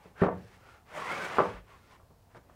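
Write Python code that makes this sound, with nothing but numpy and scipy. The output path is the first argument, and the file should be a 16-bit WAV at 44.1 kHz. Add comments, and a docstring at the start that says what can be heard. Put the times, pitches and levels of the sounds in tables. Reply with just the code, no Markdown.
"""A loose plank drops on a wooden bed frame and rattles, close to one microphone inside a board hut.
It scrapes across the slats, its fibres catching and slipping, then knocks against its neighbour;
each blow rings the modes of frame and plank. Light rubs, taps and soft thuds follow.
The board walls give every sound a short, dull tail, and faint outdoor air lies behind it all."""
import sys
import numpy as np
from scipy import signal
from scipy.io import wavfile
from scipy.ndimage import uniform_filter1d

SR = 44100
rng = np.random.default_rng(int(sys.argv[2]) if len(sys.argv) > 2 else 0)


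def int16_out(signal):
    """Quantize to a 16-bit WAV file."""
    q = np.round(np.clip(np.atleast_2d(signal).T, -1, 1) * 32767)
    wavfile.write(sys.argv[1], SR, q.astype(np.int16))


N = 112454
T = np.arange(N) / SR
RING_WET_DB, CLATTER_WET_DB, RUB_WET_DB = -10, -11, -12.5  # hut tail against the direct sound

# modes of the bed frame and of the loose plank: (frequency [Hz], level [dB], t60 [s])
FRAME_MODES = [(121.6, -15.5, 0.11), (175, 1.5, 0.072), (184.4, -11.5, .27), (220, -10.5, 0.069),
               (380, 3, 0.074), (393.2, -13, 0.24), (416, -19.5, .33), (482.4, -15, 0.36), (643, -15, 0.16),
               (758, -21, .28), (1015, -22, 0.11), (1805, -12, .07)]
PLANK_MODES = [(390.2, -15.5, 0.3), (483, -13.5, 0.29), (551, -10, 0.18), (561, -17.5, .12),
               (625, -21, 0.42), (754, -14.5, 0.26), (901, -7, 0.18), (1018, -5.5, .2), (1081, -5.5, .18),
               (1147, -2, 0.16), (1201.5, -3, 0.067), (1293.6, -5, 0.1), (1379, -10.5, 0.1),
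               (1562, -17, 0.12)]
# dense high-order ringing of the boards: (frequency [Hz], level [dB])
CLATTER_SPECTRUM = [(30, -30.5), (70, -21.5), (160, 0.5), (270, -2.5), (500, 4.5), (1100, 0.5), (1700, -1),
                    (2800, -15.5), (6000, -26.5), (15000, -43)]
# wood on wood, near the microphone:
# (time [s], frame gain [dB], plank gain [dB], clatter level [dB], clatter cutoff [Hz])
BLOWS = [(0.056, -46, -60, -48, 550), (0.2175, -11, -28.5, -20.5, 516), (0.233, -32, -36, -19, 1090),
         (0.245, -51, -40, -25.5, 1980), (0.2615, -40, -28, -24, 800), (0.284, -52, -40, -23, 920),
         (0.325, -44.5, -48, -36, 605), (1.3843, -28.5, -12, -17, 1650), (1.4005, -29.5, -20.5, -17, 1410),
         (1.422, -43, -26.5, -26.5, 910), (1.455, -34.5, -54, -33, 1300), (1.995, -76, -56, -60.5, 1540),
         (2.105, -62, -63, -56.5, 350), (2.3475, -50.5, -70, -46, 2020), (2.367, -46.5, -76, -49, 1830),
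         (2.497, -83, -65.5, -54, 2500)]
def knocks(clatter_t60_s=0.064, rolloff_order=2.56):
    """Each blow rings frame and plank, with a burst of clatter whose brightness is set for each blow."""
    t = np.arange(SR // 2) / SR
    rings, bursts = np.zeros((2, N))
    frame, plank = ring(FRAME_MODES, t), ring(PLANK_MODES, t, alternate=True)
    fade = amp(-60 * t / clatter_t60_s)
    for start, frame_db, plank_db, clatter_db, cutoff_hz in BLOWS:
        def contact_db(hz):
            return read(CLATTER_SPECTRUM, hz) - 10 * rolloff_order * np.log10(1 + (hz / cutoff_hz) ** 2)
        clatter = colour(rng.standard_normal(len(t)), contact_db) * fade
        add(bursts, start, amp(clatter_db) * clatter * np.linalg.norm(fade) / np.linalg.norm(clatter))
        add(rings, start, .5 * (amp(frame_db) * frame + amp(plank_db) * plank))
    return hut(rings, RING_WET_DB) + hut(bursts, CLATTER_WET_DB)


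def ring(modes, t, alternate=False, contact_s=.0009):
    """Struck wood rings in decaying sines; away from the struck point, neighbours alternate in sign."""
    sines = np.zeros(len(t))
    for k, (hz, db, t60) in enumerate(modes):
        sign = -1 if alternate and k % 2 else 1
        sines += sign * amp(db - 60 * t / t60) * np.sin(2 * np.pi * hz * t)
    return sines * np.tanh(t / contact_s) ** 2


# the long slide across the slats: (time [s], body level [dB], hiss level [dB])
SLIDE_LEVELS = [(0.852, -91, -88), (0.911, -53, -64), (0.973, -39.5, -76), (1.025, -43, -54),
                (1.125, -35.5, -50.5), (1.158, -38.5, -49.5), (1.2, -38.5, -52), (1.251, -37, -49.5),
                (1.3, -40, -52), (1.38, -37.5, -53), (1.47, -47.5, -57.5), (1.56, -49, -65),
                (1.62, -74, -94)]
# short rubs of wood and hands:
# (middle [s], half length [s], body level [dB], hiss level [dB], resonance [Hz])
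SHORT_RUBS = [(0.048, 0.16, -62, -71.5, 834), (0.213, 0.097, -48, -62.5, 1540),
              (0.244, 0.064, -41.5, -68, 1460), (0.444, 0.27, -66.5, -68.5, 1670),
              (0.543, 0.1, -65.5, -72.5, 1950), (0.70, 0.21, -59, -67, 1350), (1.726, .13, -58, -68, 1087),
              (1.875, 0.21, -69, -71.5, 1378), (1.935, 0.087, -62, -71, 1037),
              (2.215, 0.036, -81.5, -98, 768), (2.317, 0.041, -68, -81, 906),
              (2.366, 0.053, -62.5, -67, 1540), (2.51, 0.14, -69.5, -81, 654)]
# hiss at the point of contact: (frequency [Hz], level [dB])
HISS_SPECTRUM = [(500, -37), (2000, 9), (3500, 4), (5000, 1.5), (7000, -3.5), (10000, -7.5), (11500, -16),
                 (15500, -16)]
def scraping(tone_db=-3, tone_q=5.4):
    """Friction drives the plank's body and a contact hiss; each short rub adds its own resonance."""
    times, slide_body_db, slide_hiss_db = np.transpose(SLIDE_LEVELS)
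    body_gain = np.interp(T, times, amp(slide_body_db), left=0, right=0)
    hiss_gain = np.interp(T, times, amp(slide_hiss_db), left=0, right=0)
    slips, creaks, tones = grains(), grains(), np.zeros(N)
    for middle, half_length, body_db, hiss_db, tone_hz in SHORT_RUBS:
        stroke = swell(middle, half_length)
        body_gain += amp(body_db) * stroke
        hiss_gain += amp(hiss_db) * stroke
        b, a = signal.iirpeak(tone_hz, tone_q, fs=SR)
        resonance = unit(signal.lfilter(b, a, signal.lfilter(b, a, creaks)))
        tones += amp(body_db + tone_db) * stroke * resonance
    body = unit(colour(slips, plank_body_db))
    hiss = unit(colour(grains(), lambda hz: read(HISS_SPECTRUM, hz)))
    return tones + body_gain * body + hiss_gain * hiss


# broad colour of the rubbed wood: (frequency [Hz], level [dB])
BODY_SPECTRUM = [(60, -28), (120, -7), (170, -2.5), (270, -7.5), (400, 1), (600, 0.5), (800, 2), (1150, 1),
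                 (1600, -1.5), (2300, -5.5), (3200, -12.5), (5000, -28), (15000, -66.5)]
# resonances the sliding plank sings with: (frequency [Hz], width [Hz], added gain [dB])
BODY_PEAKS = [(166, 31, -1), (423, 27, -4.5), (572, 19, -1.5), (1209, 28, -3), (1363, 25, -4),
              (1480, 18, 1), (1792, 27, -5), (2060, 47, -6.5), (2283, 16, -2), (2626, 63, -6.5)]
def plank_body_db(hz):
    """The plank answers friction with narrow resonances on top of a broad colour."""
    peaks = sum(amp(db) / (1 + (2 * (hz - centre) / width) ** 2) for centre, width, db in BODY_PEAKS)
    return read(BODY_SPECTRUM, hz) + 20 * np.log10(1 + peaks)


def grains(per_s=5000, spread_db=0.5, judder_db=1.43, judder_hz=44.84):
    """Wood fibres catch and slip: dense uneven clicks that come in clumps."""
    clicks = (rng.random(N) < per_s / SR) * rng.choice([-1, 1], N)
    strength = amp(spread_db * np.minimum(rng.exponential(1, N), 4))
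    judder = np.interp(T * judder_hz * 2, np.arange(N), rng.standard_normal(N))
    return clicks * strength * amp(judder_db * judder)


# catches along the slide:
# (middle [s], half length [s], tone level [dB], tone [Hz], glide [Hz/s], hiss level [dB])
SLAT_CATCHES = [(0.968, 0.076, -45, 618, 0.5, -57.5), (1.034, 0.17, -44.5, 1068, -1700, -63.5),
                (1.116, 0.13, -41.5, 2128, 2400.5, -67), (1.118, .06, -39, 1406, -0.5, -68),
                (1.234, 0.14, -44, 1505, 0.5, -73), (1.246, 0.072, -46.5, 2264, 1801.5, -59)]
def catches(width_hz=100):
    """The grain catches on a slat: a narrow resonance holds or glides, with a surge of bright hiss."""
    out = np.zeros(N)
    treble_tilt = [(2000, -11), (7000, 7.5)]  # (frequency [Hz], gain [dB])
    hiss = unit(colour(grains(), lambda hz: read(HISS_SPECTRUM, hz) + read(treble_tilt, hz)))
    smooth = signal.butter(2, width_hz / 2, fs=SR, output="sos")
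    for middle, half_length, tone_db, tone_hz, glide_hz_per_s, hiss_db in SLAT_CATCHES:
        phase = 2 * np.pi * np.cumsum(tone_hz + glide_hz_per_s * (T - middle)) / SR
        in_phase, quadrature = signal.sosfilt(smooth, rng.standard_normal((2, N)))
        resonance = unit(in_phase * np.cos(phase) + quadrature * np.sin(phase))
        out += swell(middle, half_length) * (amp(tone_db) * resonance + amp(hiss_db) * hiss)
    return out


# dull thuds in the frame and the hut floor: (time [s], level [dB], frequency [Hz], t60 [s])
LOW_THUDS = [(0.2185, -31, 108, 0.069), (0.317, -42.5, 87, 0.36), (1.386, -32.5, 120, 0.14),
             (1.476, -38.5, 104, 0.21), (1.536, -39.5, 50, 0.19), (2.112, -51.5, 152, 0.11),
             (2.378, -52.5, 91, 0.13)]
def thuds(rise_s=0.01):
    """Landing wood and shifting weight push softly into frame and floor, ringing one low mode each."""
    t, out = np.arange(SR // 2) / SR, np.zeros(N)
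    for start, db, hz, t60 in LOW_THUDS:
        add(out, start, np.minimum(t / rise_s, 1) * ring([(hz, db, t60)], t))
    return out


# decay of the hut around the microphone: (frequency [Hz], t60 [s])
HUT_DECAY = [(60, 0.71), (180, 0.4), (500, 0.35), (1200, 0.24), (3000, 0.4), (12000, 0.16)]
def hut(direct, wet_db, delay_s=.012):
    """The nearby board walls return a diffuse tail, each band dying at its own speed."""
    hz, t, noise = signal.stft(rng.standard_normal(SR), SR, nperseg=256)
    tail = signal.istft(noise * amp(-60 * t / read(HUT_DECAY, hz)[:, None]), SR)[1]
    out = direct.copy()
    add(out, delay_s, amp(wet_db) * signal.fftconvolve(direct, tail / np.linalg.norm(tail)))
    return out


# the outdoors, heard from inside the hut: (frequency [Hz], level [dB])
AIR_SPECTRUM = [(20, -1), (55, 0.5), (80, 2.5), (105, 4), (150, -6), (250, -9), (400, -13.5), (800, -11.5),
                (1300, -21), (2500, -29.5), (5000, -30.5), (10000, -33.5), (15500, -33.5)]
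def outdoor_air(level_db=-60.5, drift_db=1.5):
    """Faint, low background noise that drifts in patches of time and frequency."""
    hz, _, noise = signal.stft(rng.standard_normal(N), SR, nperseg=2048)
    patches = uniform_filter1d(rng.standard_normal(noise.shape), size=6, axis=0)
    patches = unit(uniform_filter1d(patches, size=8, axis=1))
    depth_db = drift_db / (1 + hz / 3000)  # the treble is steadier
    gain = amp(read(AIR_SPECTRUM, hz)[:, None] + depth_db[:, None] * patches)
    return amp(level_db) * unit(signal.istft(noise * gain, SR)[1][:N])


def swell(middle, half_length):
    """Smooth rise and fall of one stroke."""
    return np.maximum(1 - ((T - middle) / half_length) ** 2, 0) ** 5


def colour(x, db_at):
    """Minimum-phase filter whose gain in dB is a function of frequency."""
    hz = abs(np.fft.fftfreq(8192, 1 / SR))
    log_gain = np.maximum(db_at(hz), -100) * np.log(10) / 20
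    taps = np.fft.ifft(np.exp(np.conj(signal.hilbert(log_gain)))).real[:4096]
    return signal.fftconvolve(x, taps)[:len(x)]


def amp(db):
    """Decibels to gain."""
    return 10 ** (np.asarray(db) / 20)


def unit(x):
    """Scales to an rms of one."""
    return x / np.sqrt(np.mean(x ** 2) + 1e-20)


def read(points, hz):
    """Reads a table on a log-frequency axis."""
    table_hz, value = np.transpose(points)
    return np.interp(np.log(hz + 1), np.log(table_hz + 1), value)


def add(mix, start_s, sound):
    """Mixes a sound in at a time."""
    part = mix[max(round(start_s * SR), 0):][:len(sound)]
    part += sound[:len(part)]


def scene():
    """At the microphone, in mono: knocks, thuds and scraping in the hut, over the outdoor air."""
    wood = knocks() + hut(thuds(), RING_WET_DB) + hut(scraping() + catches(), RUB_WET_DB)
    return (wood + outdoor_air())[None]


def record(dry):
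    """The microphone's low cut and the recorder's band limit."""
    low_cut = signal.butter(2, 36, "high", fs=SR, output="sos")
    band_limit = signal.firwin(511, 15800, window=("kaiser", 9), fs=SR)
    return signal.oaconvolve(signal.sosfilt(low_cut, dry), band_limit[None], "same")


dry = scene()
out = record(dry)
int16_out(out)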